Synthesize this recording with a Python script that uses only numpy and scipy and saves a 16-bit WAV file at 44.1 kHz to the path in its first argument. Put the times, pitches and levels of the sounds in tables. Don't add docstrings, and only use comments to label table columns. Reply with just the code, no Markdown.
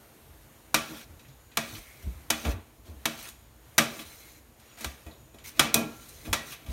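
import sys
import numpy as np
from scipy import signal
from scipy.fft import rfft, irfft, next_fast_len
from scipy.io import wavfile
from scipy.ndimage import uniform_filter1d, map_coordinates

SR = 44100
rng = np.random.default_rng(int(sys.argv[2]) if len(sys.argv) > 2 else 0)


def unload_audio(sound):
    columns = np.transpose(np.atleast_2d(sound))
    steps = np.round(np.clip(columns, -1, 1) * 32767)
    wavfile.write(sys.argv[1], SR, steps.astype(np.int16))


N = 296352

# f/Hz, density/dB
AIR_SPECTRUM = [(25, -11.5), (55, 4.5), (90, -6.5), (137, -7), (180, -18), (320, -14), (520, -15.5),
                (1180, -20), (2500, -24), (5000, -28), (10000, -31), (17000, -28)]
# t/s, hiss change/dB, whistle level/dB
AIR_DRIFT = [(0, 2, -92), (1.1, 1, -76), (1.45, -0.5, -71), (2.2, 3, -89), (2.8, -2, -81), (3.05, 2.5, -80),
             (3.55, -2, -79), (3.9, 6, -78), (4.5, -2, -70), (5, 3, -69), (5.35, -2.5, -72.5),
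             (5.9, 4, -66), (6.72, 2, -93)]
# f/Hz, t60/s
ROOM_DECAY = [(150, 0.9), (700, 0.41), (3000, 0.41), (12000, 0.22)]
# f/Hz, level/dB, t60/s at damping 1
PLATE_MODES = [(153.4, -8.5, 0.23), (229.7, -0.5, 0.27), (312.6, -2.5, 0.17), (454.4, -11.5, 0.12),
               (571, -16.5, 0.39), (654, -13.5, 0.37), (685, -16, 0.26), (795, -22, 0.38), (1074, -40, 1),
               (1174, -8.5, 0.22), (1368, -20, 0.73), (1466, -36, 0.38), (1640, -20, 0.46),
               (1925, -14.5, 0.27), (2286, -16.5, 0.38), (2355, -11, 0.057), (2480, -10.5, 0.31),
               (2615, -16, 0.33), (2620, -16, 0.1), (3020, -12.5, 0.25), (3256, -20, 0.33),
               (3410, -11.5, 0.24), (3810, -7.5, 0.11), (4080, -23.5, 0.26), (4950, -26, 0.23),
               (5800, -13.5, 0.13), (6900, -27.5, 0.077), (8550, -23, 0.17)]
# t/s of most force, level/dB, rise/s per 20 dB
PLATE_PRESSES = [(.92, -43, 0.085), (1.74, -53, 0.14), (2.47, -34, 0.045), (2.87, -54.5, 0.035),
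                 (3.24, -71, .1), (3.95, -53, .1), (5.08, -65, 0.02), (5.63, -34.5, 0.046),
                 (5.758, -26, 0.014), (6.28, -41.5, .03), (6.38, -51, .06), (6.72, -42, 0.052)]
# t/s, level/dB, f/Hz
COUNTER_THUDS = [(0.285, -45, 74), (0.744, -47, 63.5), (1.092, -42.5, 79), (1.155, -54, 88),
                 (1.28, -48.5, 133), (1.72, -41, 103.3), (1.768, -37, 40.4), (2.032, -31.5, 59.5),
                 (2.058, -22, 60.3), (2.149, -38, 70.6), (2.306, -50, 67), (2.451, -25.5, 74),
                 (2.475, -20, 56.6), (2.53, -32, 88.4), (2.884, -36, 77.4), (2.951, -38.5, 66.5),
                 (3.789, -36, 134), (4.04, -48, 79), (4.852, -31.5, 67), (5.055, -40, 72.7),
                 (5.59, -35.5, 139), (5.739, -38, 90), (6.277, -28.5, 56.5), (6.293, -33.5, 89.4),
                 (6.68, -25, 58.6)]
# f/Hz, density/dB
SLIDE_SPECTRUM = [(400, -11), (800, -13), (1500, -7.5), (3000, -8.5), (5500, -7), (9000, -12.5),
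                  (13000, -13.5), (17000, -4.5)]
# f/Hz, width/Hz (140 at least is used), level/dB
BLADE_MODES = [(2190, 270, 2.5), (3120, 50, -28), (4060, 120, -5.5), (6150, 105, -2), (6940, 150, -24),
               (8950, 560, -7)]
# start/s, stop/s, level/dB, change/dB, blade song/dB, song centre/Hz
SLIDE_STROKES = [(0.813, 1.03, -42, 0.5, -22.5, 3850), (1.614, 1.778, -43, 4.5, -18.5, 5860),
                 (1.78, 2.243, -65, -14.5, -0.5, 2300), (2.36, 2.523, -41, 4, -19, 5450),
                 (2.85, 2.917, -55, -3, -18, 4030), (3.1, 3.29, -41.5, 5, -20.5, 4000),
                 (3.875, 4.024, -45.5, 5, -14, 4000), (4.051, 4.388, -58, -6.5, -2, 3530),
                 (4.588, 4.77, -54.5, 5, -33, 3160), (4.771, 4.877, -41.5, 4, -23, 2980),
                 (4.896, 5.098, -60, -25, -21, 6860), (5.439, 5.496, -45.5, 4, -7, 2620),
                 (5.51, 5.596, -51.5, 28, -25, 2600), (5.842, 6.26, -57.5, 6, -5, 4200),
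                 (6.245, 6.33, -51.5, -4.5, -12.5, 2500), (6.41, 6.537, -45.5, 13.5, -15.5, 5500),
                 (6.573, 6.725, -55.5, 26, -20, 2300)]
# centre f/Hz, t60/s
TAP_DECAY = [(350, 0.03), (3000, 0.073), (8000, 0.064)]
# t/s, level/dB, centre f/Hz, width/octaves, ring/dB
LIGHT_TAPS = [(1.194, -38.5, 3720, 1.1, -15), (1.248, -41.5, 2150, 0.73, -22),
              (1.283, -42, 4370, 0.33, -25), (1.516, -38, 2720, .9, -22), (1.75, -30.5, 3100, 0.31, -36),
              (2.025, -34, 2400, 3.3, -7), (2.45, -12.5, 685, 1.77, -11), (3.226, -27, 8000, 1.9, -29),
              (3.286, -25, 5860, 2.6, -22.5), (3.992, -23, 2320, 1.3, -15), (4.598, -40, 5000, 1.9, -31),
              (4.808, -22, 2200, 4, -12), (5.064, -27, 564, 0.86, -6.5), (5.111, -39, 3880, 0.23, -26),
              (5.343, -30, 346, 1, -11.5), (5.385, -33.5, 1770, 1.4, -31), (5.571, -42, 3850, .8, 3.5),
              (6.088, -29.5, 8000, 0.93, -24), (6.253, -35.5, 2500, 0.92, 7), (6.521, -24, 2180, 1.1, -31),
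              (6.663, -31.5, 890, 2.5, -4.5)]
# f/Hz, density/dB
CRASH_SPECTRUM = [(88, -11), (200, -10.5), (700, -5.5), (1500, -1.5), (3000, -6.5), (5500, -3.5),
                  (9000, -8.5), (13000, -9.5), (17000, -7)]
# f/Hz, t60/s at damping 1
CRASH_DECAY = [(200, 0.11), (1000, 0.082), (3000, 0.065), (8000, 0.054), (16000, 0.013)]
# t/s, level/dB, ring/dB, bass ring/dB, tilt/(dB/octave), f/Hz the spot favours, its lift/dB
KNIFE_CHOPS = [(.743, -3.5, -21.5, 2, -1, 1450, 26), (1.571, -9, -20.5, 1, -1.5, 1440, 17),
               (2.302, -6.5, -23.5, 2.5, -0.8, 2410, 6), (3.055, -9.5, -22, 5, -0.9, 2680, 11.5),
               (3.7805, 0.5, -27.5, 9, -1.2, 1170, 1), (4.8435, -18.5, -23, -2, -1.5, 2330, 10),
               (5.594, 0, -21, -8, -1.5, 1195, 6), (5.742, -2, -22.5, 0, 2.5, 2433, 8.5),
               (6.329, -6, -24.5, -6, -1.5, 1930, 14)]
# f/Hz, gain/dB
TREBLE_RESPONSE = [(3500, -1), (4200, -1), (5000, -3), (6600, 1), (7800, -1.5), (9400, 4.5), (10400, -1.5),
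                   (11700, 4.5), (12300, 4), (13500, 2), (14800, -2.5), (15800, -5), (15900, -36.5)]


def amp(db):
    return 10 ** (np.asarray(db) / 20)


def unit(x):
    return x / np.sqrt(np.mean(x ** 2) + 1e-20)


def along(points, hz):
    f, v = np.transpose(points)
    return np.interp(np.log(hz + 1), np.log(f + 1), v)


def filtered(x, response):
    m = next_fast_len(len(x) + 8192)
    return irfft(rfft(x, m) * response(np.fft.rfftfreq(m, 1 / SR)), m)[:len(x)]


def resonance(centre_hz, width_hz):
    return lambda f: 1j * f * width_hz / (centre_hz ** 2 - f * f + 1j * f * width_hz)


def noise(response, length=N):
    return unit(filtered(rng.standard_normal(length), response))


def wobble(rate_hz):
    knots = rng.standard_normal(int(N * rate_hz / SR) + 4)
    return map_coordinates(knots, [np.arange(N) * rate_hz / SR])


def patchy(depth_db, bins, frames):
    z = signal.stft(rng.standard_normal(N), nperseg=512)[2]
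    field = uniform_filter1d(uniform_filter1d(rng.standard_normal(z.shape), bins, 0), frames, 1)
    return signal.istft(z * amp(depth_db * unit(field)), nperseg=512)[1][:N]


def burst(length, gain, t60_s, hold_s=0):
    hz, t, z = signal.stft(rng.standard_normal(length), SR, nperseg=128)
    colour = gain(hz) / np.sqrt(np.mean(gain(hz) ** 2))
    decay = amp(-60 * np.maximum(t - hold_s, 0) / t60_s(hz)[:, None])
    return signal.istft(z * colour[:, None] * decay, SR, nperseg=128)[1][:length]


def add(track, at_s, sound):
    part = track[round(at_s * SR):][:len(sound)]
    part += sound[:len(part)]


def kitchen_air(level_db=-54.5):
    at_s, hiss_db, whistle_db = np.transpose(AIR_DRIFT)
    t = np.arange(N) / SR
    air = unit(filtered(patchy(0.97, bins=3, frames=12), lambda f: amp(along(AIR_SPECTRUM, f))))
    bass = filtered(air, lambda f: 1 / (1 + (f / 160) ** 4))
    whistle = noise(resonance(6900, 130))
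    hiss = amp(np.interp(t, at_s, hiss_db)) * (air - bass)
    hum = amp(2 * wobble(5.2) + 4.5) * bass
    whistle *= amp(np.interp(t, at_s, whistle_db) + 4.4 * wobble(7.03))
    return amp(level_db) * (hiss + hum) + whistle


def plate_murmur(rest_db=-65.5, hold_s=0.015, fall_db_per_s=159):
    t = np.arange(N) / SR
    force = amp(rest_db)
    for at_s, db, rise_s in PLATE_PRESSES:
        fall_db = fall_db_per_s * np.maximum(t - at_s - hold_s, 0)
        force = force + amp(db - np.where(t < at_s, 20 * (at_s - t) / rise_s, fall_db))
    low_modes = lambda f: sum(amp(db) * np.abs(resonance(hz, 30)(f)) ** 2
                              for hz, db, _ in PLATE_MODES if hz < 1000)
    mutter = noise(lambda f: 0.09 * (f < 1200) + low_modes(f))
    return force * amp(4 * np.tanh(wobble(25))) * mutter


def counter_thuds(rise_s=0.011, t60_s=0.19):
    out, t = np.zeros(N), np.arange(SR // 2) / SR
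    envelope = (1 - np.exp(-(t / rise_s) ** 2)) * amp(-60 * t / t60_s)
    envelope /= envelope.max()
    for at_s, db, hz in COUNTER_THUDS:
        shudder = amp(-24) * noise(lambda f: resonance(170, 190)(f) ** 2, len(t))
        add(out, at_s, amp(db + 4.5) * envelope * (np.sin(2 * np.pi * hz * t) + shudder))
    return out


def plate_response(f, lift_db=10, relative_width=0.032):
    return 1 + sum(amp(db + lift_db) * resonance(hz, relative_width * hz)(f)
                   for hz, db, _ in PLATE_MODES if hz > 500)


def plate_ring(t, bass_db, damping, favoured_hz, lift_db):
    out = np.zeros(len(t))
    for hz, db, t60_s in PLATE_MODES:
        spot_db = lift_db * np.exp(-(np.log(hz / favoured_hz) / 0.028) ** 2)
        strength_db = db + rng.normal(0, 2.5) + bass_db * (hz < 750) + spot_db
        swell = 1 - np.exp(-t * hz / 4)
        waver_hz, depth = np.clip(hz / 22, 15, 110), np.clip(hz / 570, 0.3, 1)
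        level_waver, phase_waver = (depth * np.interp(t * waver_hz, np.arange(80), knots)
                                    for knots in rng.standard_normal((2, 80)))
        envelope = swell * amp(strength_db + 3.7 * level_waver - 60 * t * damping / t60_s)
        out += envelope * np.sin(2 * np.pi * (hz * t + rng.random()) + 1.57 * phase_waver)
    return out


def slides(plate_share=0.32, arch_db=2, onset_s=0.002, release_t60_s=0.11):
    grit = patchy(3.6, bins=2, frames=5) * amp(1.4 * wobble(400))
    colour = lambda f: amp(along(SLIDE_SPECTRUM, f)) * (1 + plate_share * (plate_response(f) - 1))
    hiss = unit(filtered(grit, colour))
    treble = filtered(hiss, lambda f: 1 / (1 + (4500 / (f + 1)) ** 4))
    tones = [(hz, amp(db + 2.7 * wobble(30)) * noise(resonance(hz, max(width_hz, 140))))
             for hz, width_hz, db in BLADE_MODES]
    out = np.zeros(N)
    for start_s, stop_s, db, change_db, song_db, centre_hz in SLIDE_STROKES:
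        n = np.arange(round(start_s * SR), min(round((stop_s + 0.1) * SR), N))
        t = n / SR
        level_db = np.interp(t, [start_s, (start_s + stop_s) / 2, stop_s],
                             [db - change_db / 2, db + arch_db, db + change_db / 2])
        onset = 1 - np.exp(-(t - start_s) / onset_s)
        release = amp(-60 * np.maximum(t - stop_s, 0) / release_t60_s)
        song = sum(amp(-9 * np.log2(hz / centre_hz) ** 2) * tone[n] for hz, tone in tones)
        treble_db = 0.6 * (song_db + 12)
        scrape = hiss[n] + (amp(treble_db) - 1) * treble[n]
        out[n] += amp(level_db) * onset * release * (scrape + amp(song_db) * song)
    return amp(0.49 * wobble(35)) * out


def room_tail(length, colour):
    return burst(length, colour, lambda f: along(ROOM_DECAY, f))


def taps(rise_s=0.0006):
    out, t = np.zeros(N), np.arange(SR // 3) / SR
    rise = 1 - np.exp(-t / rise_s)
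    for at_s, db, centre_hz, octaves, ring_db in LIGHT_TAPS:
        colour = lambda f: 0.073 + amp(-6 * (np.log2((f + 50) / centre_hz) / octaves) ** 2)
        puff = burst(len(t), colour, lambda f: np.full_like(f, along(TAP_DECAY, centre_hz)))
        touch = amp(-3) * filtered(puff + amp(-6) * room_tail(len(t), colour), plate_response)
        ring = plate_ring(t, bass_db=10.7, damping=1.32, favoured_hz=centre_hz, lift_db=0)
        add(out, at_s, amp(db - 14.5) * rise * (touch + amp(ring_db) * ring))
    return out


def chops(rise_s=0.0007, crack_s=0.0035, contact_s=0.0034, room_rise_s=0.0041, hand_damping=0.91):
    out, t = np.zeros(N), np.arange(SR * 2 // 3) / SR
    rise = 1 - np.exp(-t / rise_s)
    crack = 1 + amp(0.5) * np.exp(-t / crack_s)
    t60_s = lambda f: along(CRASH_DECAY, f) / hand_damping
    for at_s, db, ring_db, bass_db, db_per_octave, favoured_hz, lift_db in KNIFE_CHOPS:
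        colour = lambda f: amp(along(CRASH_SPECTRUM, f) + db_per_octave * np.log2((f + 100) / 2000))
        edge_rattle = amp(2.72 * map_coordinates(rng.standard_normal(700), [t * 900]))
        crash = crack * edge_rattle * burst(len(t), colour, t60_s, hold_s=contact_s)
        room = room_tail(len(t), colour) * (1 - np.exp(-t / room_rise_s))
        knock = filtered(amp(-14.5) * crash + amp(-23.5) * room, plate_response)
        ring = plate_ring(t, bass_db, hand_damping, favoured_hz, lift_db)
        add(out, at_s, amp(db) * rise * (knock + amp(ring_db) * ring))
    return out


def scene():
    return (chops() + taps() + counter_thuds() + slides() + plate_murmur() + kitchen_air())[None]


def record(dry, low_hz=38, top_hz=16800, ceiling=0.9):
    heard = filtered(dry[0], lambda f: (1j * f / (low_hz + 1j * f)) ** 4)
    rounded = heard / (1 + np.abs(heard / ceiling) ** 4) ** (1 / 4)
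    return filtered(rounded, lambda f: amp(along(TREBLE_RESPONSE, f)) * (f < top_hz))[None]


dry = scene()
out = record(dry)
unload_audio(out)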